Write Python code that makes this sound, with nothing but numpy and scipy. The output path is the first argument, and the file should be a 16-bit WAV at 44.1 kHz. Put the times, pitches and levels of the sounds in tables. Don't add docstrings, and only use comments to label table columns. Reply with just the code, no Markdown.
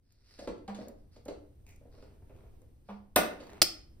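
import sys
import numpy as np
from scipy import signal
from scipy.fft import rfft, irfft
from scipy.io import wavfile
from scipy.ndimage import uniform_filter1d

SR = 44100
rng = np.random.default_rng(int(sys.argv[2]) if len(sys.argv) > 2 else 0)


def unload_audio(sound):
    columns = np.transpose(np.atleast_2d(sound))
    steps = np.round(np.clip(columns, -1, 1) * 32767)
    wavfile.write(sys.argv[1], SR, steps.astype(np.int16))


N = 176400

# (frequency [Hz], level [dB])
RUMBLE_SPECTRUM = [(20, -1), (35, -3), (65, -0.5), (105, -3.5), (160, -16), (300, -17.5), (600, -29),
                   (1200, -41), (2500, -44.5), (7000, -48.5), (10000, -46.5), (11500, -49), (14000, -46.5),
                   (16000, -59)]
# (time [s], level [dB])
RUMBLE_LEVEL = [(0, -68), (.3, -64.5), (.6, -59), (1.5, -56.5), (2.55, -54), (2.8, -57.5), (3.2, -60),
                (4, -55)]
# (frequency [Hz], t60 [s])
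ROOM_T60 = [(100, 0.38), (300, 0.54), (700, 0.44), (2000, 0.41), (5000, 0.34), (9000, .27), (15000, .22)]
# (frequency [Hz], coherence [0-1])
MIC_COHERENCE = [(50, 0.96), (130, .88), (300, 0.52), (700, 0.12), (1500, 0.034), (5000, 0.035)]

# (time [s], length [s], level [dB], roughness [0-1])
GLASS_RUBS = [(.02, 0.34, -81, 0.54), (.235, 0.21, -65, 0.62), (.38, 0.086, -60.5, .7),
              (0.739, 0.12, -66, .8), (0.961, .06, -82, 0.6), (1.112, 0.07, -70, 0.4), (1.91, .15, -73, .6),
              (2.845, .13, -77, .6)]
SLEEVE_RUSTLES = [(1.9, 0.29, -69, .7), (2.259, 0.25, -70, .8), (3.301, 0.34, -58, 0.6)]
# (time [s], level [dB])
RIM_TICKS = [(.122, -63), (.476, -60), (.883, -47.5), (1.2535, -51), (1.28, -58), (1.665, -59), (1.69, -55),
             (1.708, -60), (1.76, -60), (2.617, -64)]
# (time [s], wooden thud [dB], metal click [dB], thud rise [s])
BOTTLE_KNOCKS = [(.388, -43.5, -48, 0.0063), (.42, -44, -63, 0.016), (.4735, -32.5, -45.5, 0.0023),
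                 (0.578, -64, -65, .002), (.746, -49.5, -48.5, .002), (.784, -40, -56, 0.01),
                 (.806, -40.5, -63, 0.0063), (.87, -44, -68, 0.012), (1.161, -56.5, -59.5, 0.002),
                 (1.257, -44, -62, 0.0057), (1.281, -36.5, -47, 0.0024), (1.305, -45, -66, 0.0097),
                 (1.81, -55.5, -85, .02), (1.85, -54.5, -89, 0.01), (1.975, -55, -74, 0.011),
                 (3.402, -47, -51, 0.0034)]
# (time [s], hollow knock [dB], metal click [dB])
NECK_SEATS = [(.678, -37.5, -50), (2.887, -40.5, -72)]
# (time [s], level [dB])
CRIMP_SLIPS = [(1.94, -55), (2.024, -48), (2.12, -58), (2.22, -57), (2.30, -50), (2.35, -58), (2.385, -58),
               (2.436, -54), (2.536, -62), (2.615, -57)]
# (time [s], crack [dB], rim tick [dB])
CAP_IMPACTS = [(3.617, -7.5, -22), (3.6195, -7.5, -12.5), (3.6216, -15, -27), (3.6269, -21, -14)]

# (frequency [Hz], level [dB])
RUB_SPECTRUM = [(300, -0.5), (1000, -7), (1900, -1.5), (3300, -8), (4500, 4), (5300, 4), (6300, -11),
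                (10000, -13), (16000, -24)]
TICK_SPECTRUM = [(1500, -24.5), (4500, -2), (7000, 0), (10000, -3), (12000, -1), (14500, -2), (17000, -19)]
THUD_SPECTRUM = [(60, -6), (150, -7.5), (300, 0), (400, -2), (570, 0.5), (800, -9), (1200, -18),
                 (2000, -22), (5000, -54)]
CLICK_SPECTRUM = [(400, -6), (1200, 2), (2500, -1.5), (3700, 1), (4550, 4), (5400, -6.5), (6500, -1.5),
                  (9500, -13), (15000, -27)]
SEAT_SPECTRUM = [(120, -15), (400, -5), (600, -3.5), (780, 1), (1150, -7.5), (1500, -14.5), (2500, -19.5),
                 (4000, -28.5), (8000, -44.5)]
SCRAPE_SPECTRUM = [(500, 4.5), (1500, -11), (2300, 6), (3000, -10), (4400, -13), (7000, -4), (12000, -26),
                   (14500, -14), (16000, -20)]
RUSTLE_SPECTRUM = [(120, -4.5), (350, 2), (700, -2), (1200, -9.5), (2500, -14.5), (5000, -25),
                   (12000, -32.5)]
SLIP_SPECTRUM = [(120, -10), (350, 13), (650, 5.5), (1200, -8.5), (2500, -16.5), (5000, -45.5),
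                 (15000, -39.5)]
GAS_SPECTRUM = [(1000, -11), (2500, -15), (4800, -4), (6000, -8), (7200, -11), (8500, 0), (9800, -1.5),
                (11500, -14), (13200, -4), (15000, -5), (17000, -25)]
POP_SPECTRUM = [(50, -12.5), (130, -14), (310, -1), (500, -6), (700, -1), (1100, -7.5), (1600, -8),
                (2700, -13.5), (4500, -22), (6500, -22.5), (12000, -46)]
CRACK_SPECTRUM = [(60, -13), (150, -8), (330, 3.5), (550, -8), (800, -5), (1100, -10), (1800, -9),
                  (2400, -2), (3400, -4.5), (4400, 4), (5200, 2.5), (6500, -6.5), (8500, -7),
                  (11500, -35.5), (16000, -12.5)]
SHIMMER_SPECTRUM = [(700, -8), (1500, -9), (2400, -3.5), (3900, -6), (4400, 1), (5300, 8), (5800, -9),
                    (7200, -17), (8200, -3.5), (11000, -7.5), (14500, -3.5), (17000, -16)]

# (frequency [Hz], level [dB], t60 [s])
BENCH_MODES = [(230.1, -10, .3), (295.5, -8, 0.3), (481.4, -6, .22), (563.3, -4.5, .2), (623, -7, 0.11),
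               (719.5, -17.5, .2)]
BOTTLE_MODES = [(204, -0.5, .42), (449, -10.5, 0.32), (576, -10.5, 0.14), (781, -1.5, .11),
                (955, -10.5, 0.055), (1174, -11, 0.092)]
POP_MODES = [(233.5, -13, 0.36), (298, -8.5, .33), (380.6, -11, 0.32), (611.6, 0, 0.36), (695, -5, 0.22),
             (746, 6.5, 0.043), (769, -2, 0.16), (1056, 2.5, 0.052), (1109, -17.5, .2), (1393, -9, .17),
             (1800, -10.5, .13), (2130, -20, .18), (2557, -25, .2)]
CAP_MODES = [(328.7, -3, .08), (2460, -10.5, .13), (3180, -11, 0.16), (3650, -20, .2), (4350, 2, .04),
             (4920, -8, .18), (5100, -8, .15), (5170, -1, 0.11), (5270, -16.5, .4), (5290, -8, .27),
             (5400, -12.5, .28), (6358, -18, .2), (8070, -16, .27), (14500, -1, .04)]

CRIMP_S, GAS_S, POP_S, RATTLE_S, CAP_RING_S = 3.1585, 3.1608, 3.1625, 3.436, 3.620


def amp(db):
    return 10 ** (np.asarray(db) / 20)


def unit_rms(x):
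    return x / np.sqrt(np.mean(x ** 2) + 1e-20)


def at_hz(points, hz):
    table_hz, values = np.transpose(points)
    return np.interp(np.log(np.maximum(hz, 1)), np.log(table_hz), values)


def add(out, s, x):
    start = int(s * SR)
    out[start:start + len(x)] += x[:N - start]


def noise(spectrum, size):
    gain = amp(at_hz(spectrum, np.arange(size // 2 + 1) * SR / size))
    return unit_rms(irfft(gain * np.exp(2j * np.pi * rng.random(len(gain))), size))


def diffuse(pair):
    size = pair.shape[1]
    alike = np.clip(at_hz(MIC_COHERENCE, np.arange(size // 2 + 1) * SR / size), 0, 1)
    mid, side = rfft(pair) * np.sqrt([(1 + alike) / 2, (1 - alike) / 2])
    return irfft(np.array([mid + side, mid - side]), size)


def room_rumble():
    level_db = np.interp(np.arange(N) / SR, *np.transpose(RUMBLE_LEVEL))
    return amp(level_db) * diffuse(np.array([noise(RUMBLE_SPECTRUM, N), noise(RUMBLE_SPECTRUM, N)]))


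def rub(spectrum, length_s, rough, size=16000):
    t = np.arange(size) / SR
    grain = unit_rms(uniform_filter1d(rng.standard_normal(size), size=120))
    swell = np.sqrt(np.abs(np.sin(np.pi * np.minimum(t / length_s, 1))))
    return unit_rms(noise(spectrum, size) * np.exp(rough * grain)) * swell


def burst(spectrum, decay_s, rise_s=.00045, size=24000):
    t = np.arange(size) / SR
    envelope = np.exp(-t / decay_s) * (1 - np.exp(-t / rise_s))
    x = noise(spectrum, size) * envelope
    return x * np.sqrt(np.sum(envelope ** 2) / np.sum(x ** 2))


def handling(click_decay_s=.008):
    out = np.zeros(N)
    for s, thud_db, click_db, rise_s in BOTTLE_KNOCKS:
        add(out, s, amp(thud_db) * burst(THUD_SPECTRUM, decay_s=.016, rise_s=rise_s))
        add(out, s, amp(click_db) * burst(CLICK_SPECTRUM, click_decay_s, rise_s / 2))
    for s, knock_db, click_db in NECK_SEATS:
        add(out, s, amp(knock_db) * burst(SEAT_SPECTRUM, decay_s=.017, rise_s=.0059))
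        add(out, s, amp(click_db) * burst(CLICK_SPECTRUM, click_decay_s))
    for s, db in CRIMP_SLIPS:
        add(out, s, amp(db) * burst(SLIP_SPECTRUM, decay_s=.0095, rise_s=.0025))
    for s, length_s, db, rough in GLASS_RUBS:
        add(out, s, amp(db) * rub(RUB_SPECTRUM, length_s, rough))
    for s, length_s, db, rough in SLEEVE_RUSTLES:
        add(out, s, amp(db) * rub(RUSTLE_SPECTRUM, length_s, rough))
    add(out, s=1.66, x=amp(-63.5) * rub(SCRAPE_SPECTRUM, length_s=.082, rough=.51))
    return out


def steel_ticks(decay_s=.003, rattle_count=4, rattle_gap_s=.032):
    out = np.zeros(N)
    for s, db in RIM_TICKS:
        add(out, s, amp(db) * burst(TICK_SPECTRUM, decay_s))
    for k in range(rattle_count):
        chatter = burst(CLICK_SPECTRUM, decay_s) + amp(-9) * burst(TICK_SPECTRUM, decay_s)
        add(out, RATTLE_S + k * rattle_gap_s, amp(-53) * chatter)
    return out


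def ring(modes, spread_db, detune=.005, size=24000):
    t, out = np.arange(size) / SR, 0
    for k, (hz, db, t60) in enumerate(modes):
        partner_hz = hz * (1 + detune * rng.standard_normal())
        pair = np.sin(2 * np.pi * hz * t) + .35 * np.sin(2 * np.pi * partner_hz * t)
        strength = (-1) ** k * amp(db + spread_db * rng.standard_normal())
        out = out + strength * np.exp(-np.log(1000) * t / t60) * pair / np.sqrt(2)
    return out


def ringing(swell_s=.013, seat_boost_db=4):
    out = np.zeros(N)
    for s, thud_db, _, _ in BOTTLE_KNOCKS:
        add(out, s, amp(thud_db) * ring(BENCH_MODES, spread_db=2))
    for s, knock_db, _ in NECK_SEATS:
        hollow = ring(BOTTLE_MODES, spread_db=.5)
        swell = 1 - np.exp(-np.arange(len(hollow)) / SR / swell_s)
        add(out, s, amp(knock_db + seat_boost_db) * hollow * swell)
    add(out, POP_S, amp(-22.5) * ring(POP_MODES, spread_db=1))
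    add(out, CAP_RING_S, amp(-22.5) * ring(CAP_MODES, spread_db=.5))
    return out


def gas_spit():
    out = np.zeros(N)
    add(out, CRIMP_S, amp(-26.5) * burst(GAS_SPECTRUM, decay_s=.003))
    spit = amp(-10.5) * burst(GAS_SPECTRUM, decay_s=.0021, rise_s=.00015)
    fizz = amp(-33) * burst(GAS_SPECTRUM, decay_s=.028)
    add(out, GAS_S, spit + fizz)
    return out


def neck_pop():
    out = np.zeros(N)
    add(out, POP_S, amp(-19) * burst(POP_SPECTRUM, decay_s=.011, rise_s=.0006))
    return out


def cap_landing():
    out, first_s = np.zeros(N), CAP_IMPACTS[0][0]
    for s, crack_db, tick_db in CAP_IMPACTS:
        add(out, s, amp(crack_db) * burst(CRACK_SPECTRUM, decay_s=.0017, rise_s=.00015))
        add(out, s, amp(tick_db) * burst(TICK_SPECTRUM, decay_s=.002))
    add(out, first_s, amp(-27.5) * burst(THUD_SPECTRUM, decay_s=.011))
    add(out, first_s, amp(-35.5) * burst(SHIMMER_SPECTRUM, decay_s=.014))
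    return out


def workshop(size=32768, bands=14, onset_s=.005):
    t, hz = np.arange(size) / SR, np.arange(size // 2 + 1) * SR / size
    centres_hz = np.geomspace(80, 16000, bands)
    white = rfft(diffuse(rng.standard_normal((2, size))))
    tail = 0
    for centre_hz, share in zip(centres_hz, np.eye(bands)):
        band = irfft(white * at_hz(np.c_[centres_hz, share], hz), size)
        tail = tail + band * np.exp(-np.log(1000) * t / at_hz(ROOM_T60, centre_hz))
    fade_in = np.clip(t / onset_s - .5, 0, 1)
    return unit_rms(tail * fade_in) / np.sqrt(size)


def at_mics(x, room, room_db, lag_s=.00007, pan_db=-1.5):
    n = np.arange(N)
    delayed = np.interp(n - lag_s * SR, n, x)
    direct = np.array([x * amp(pan_db / 2), delayed * amp(-pan_db / 2)])
    return direct + amp(room_db) * signal.fftconvolve(x[None], room, axes=1)[:, :N]


def scene():
    room = workshop()
    return (at_mics(handling(), room, room_db=-1)
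            + at_mics(steel_ticks(), room, room_db=-11.5)
            + at_mics(gas_spit(), room, room_db=-6.5)
            + at_mics(neck_pop(), room, room_db=1, pan_db=1)
            + at_mics(ringing(), room, room_db=-9.5, lag_s=.00013, pan_db=0)
            + at_mics(cap_landing(), room, room_db=-13, lag_s=.00002, pan_db=-2.5)
            + room_rumble())


def record(dry):
    shared_above_hz, treble_lag_s, cutoff_hz = 7070, .000214, 16100
    hz = np.arange(N // 2 + 1) * SR / N
    left, right = rfft(dry)
    share = 1 / (1 + (shared_above_hz / (hz + 1)) ** 8)
    late_right = right * np.exp(-2j * np.pi * hz * treble_lag_s)
    left = np.sqrt(1 - share) * left + np.sqrt(share) * late_right
    lowpass = signal.ellip(10, .2, 80, cutoff_hz, fs=SR, output="sos")
    return signal.sosfilt(lowpass, irfft(np.array([left, right]), N))


dry = scene()
out = record(dry)
unload_audio(out)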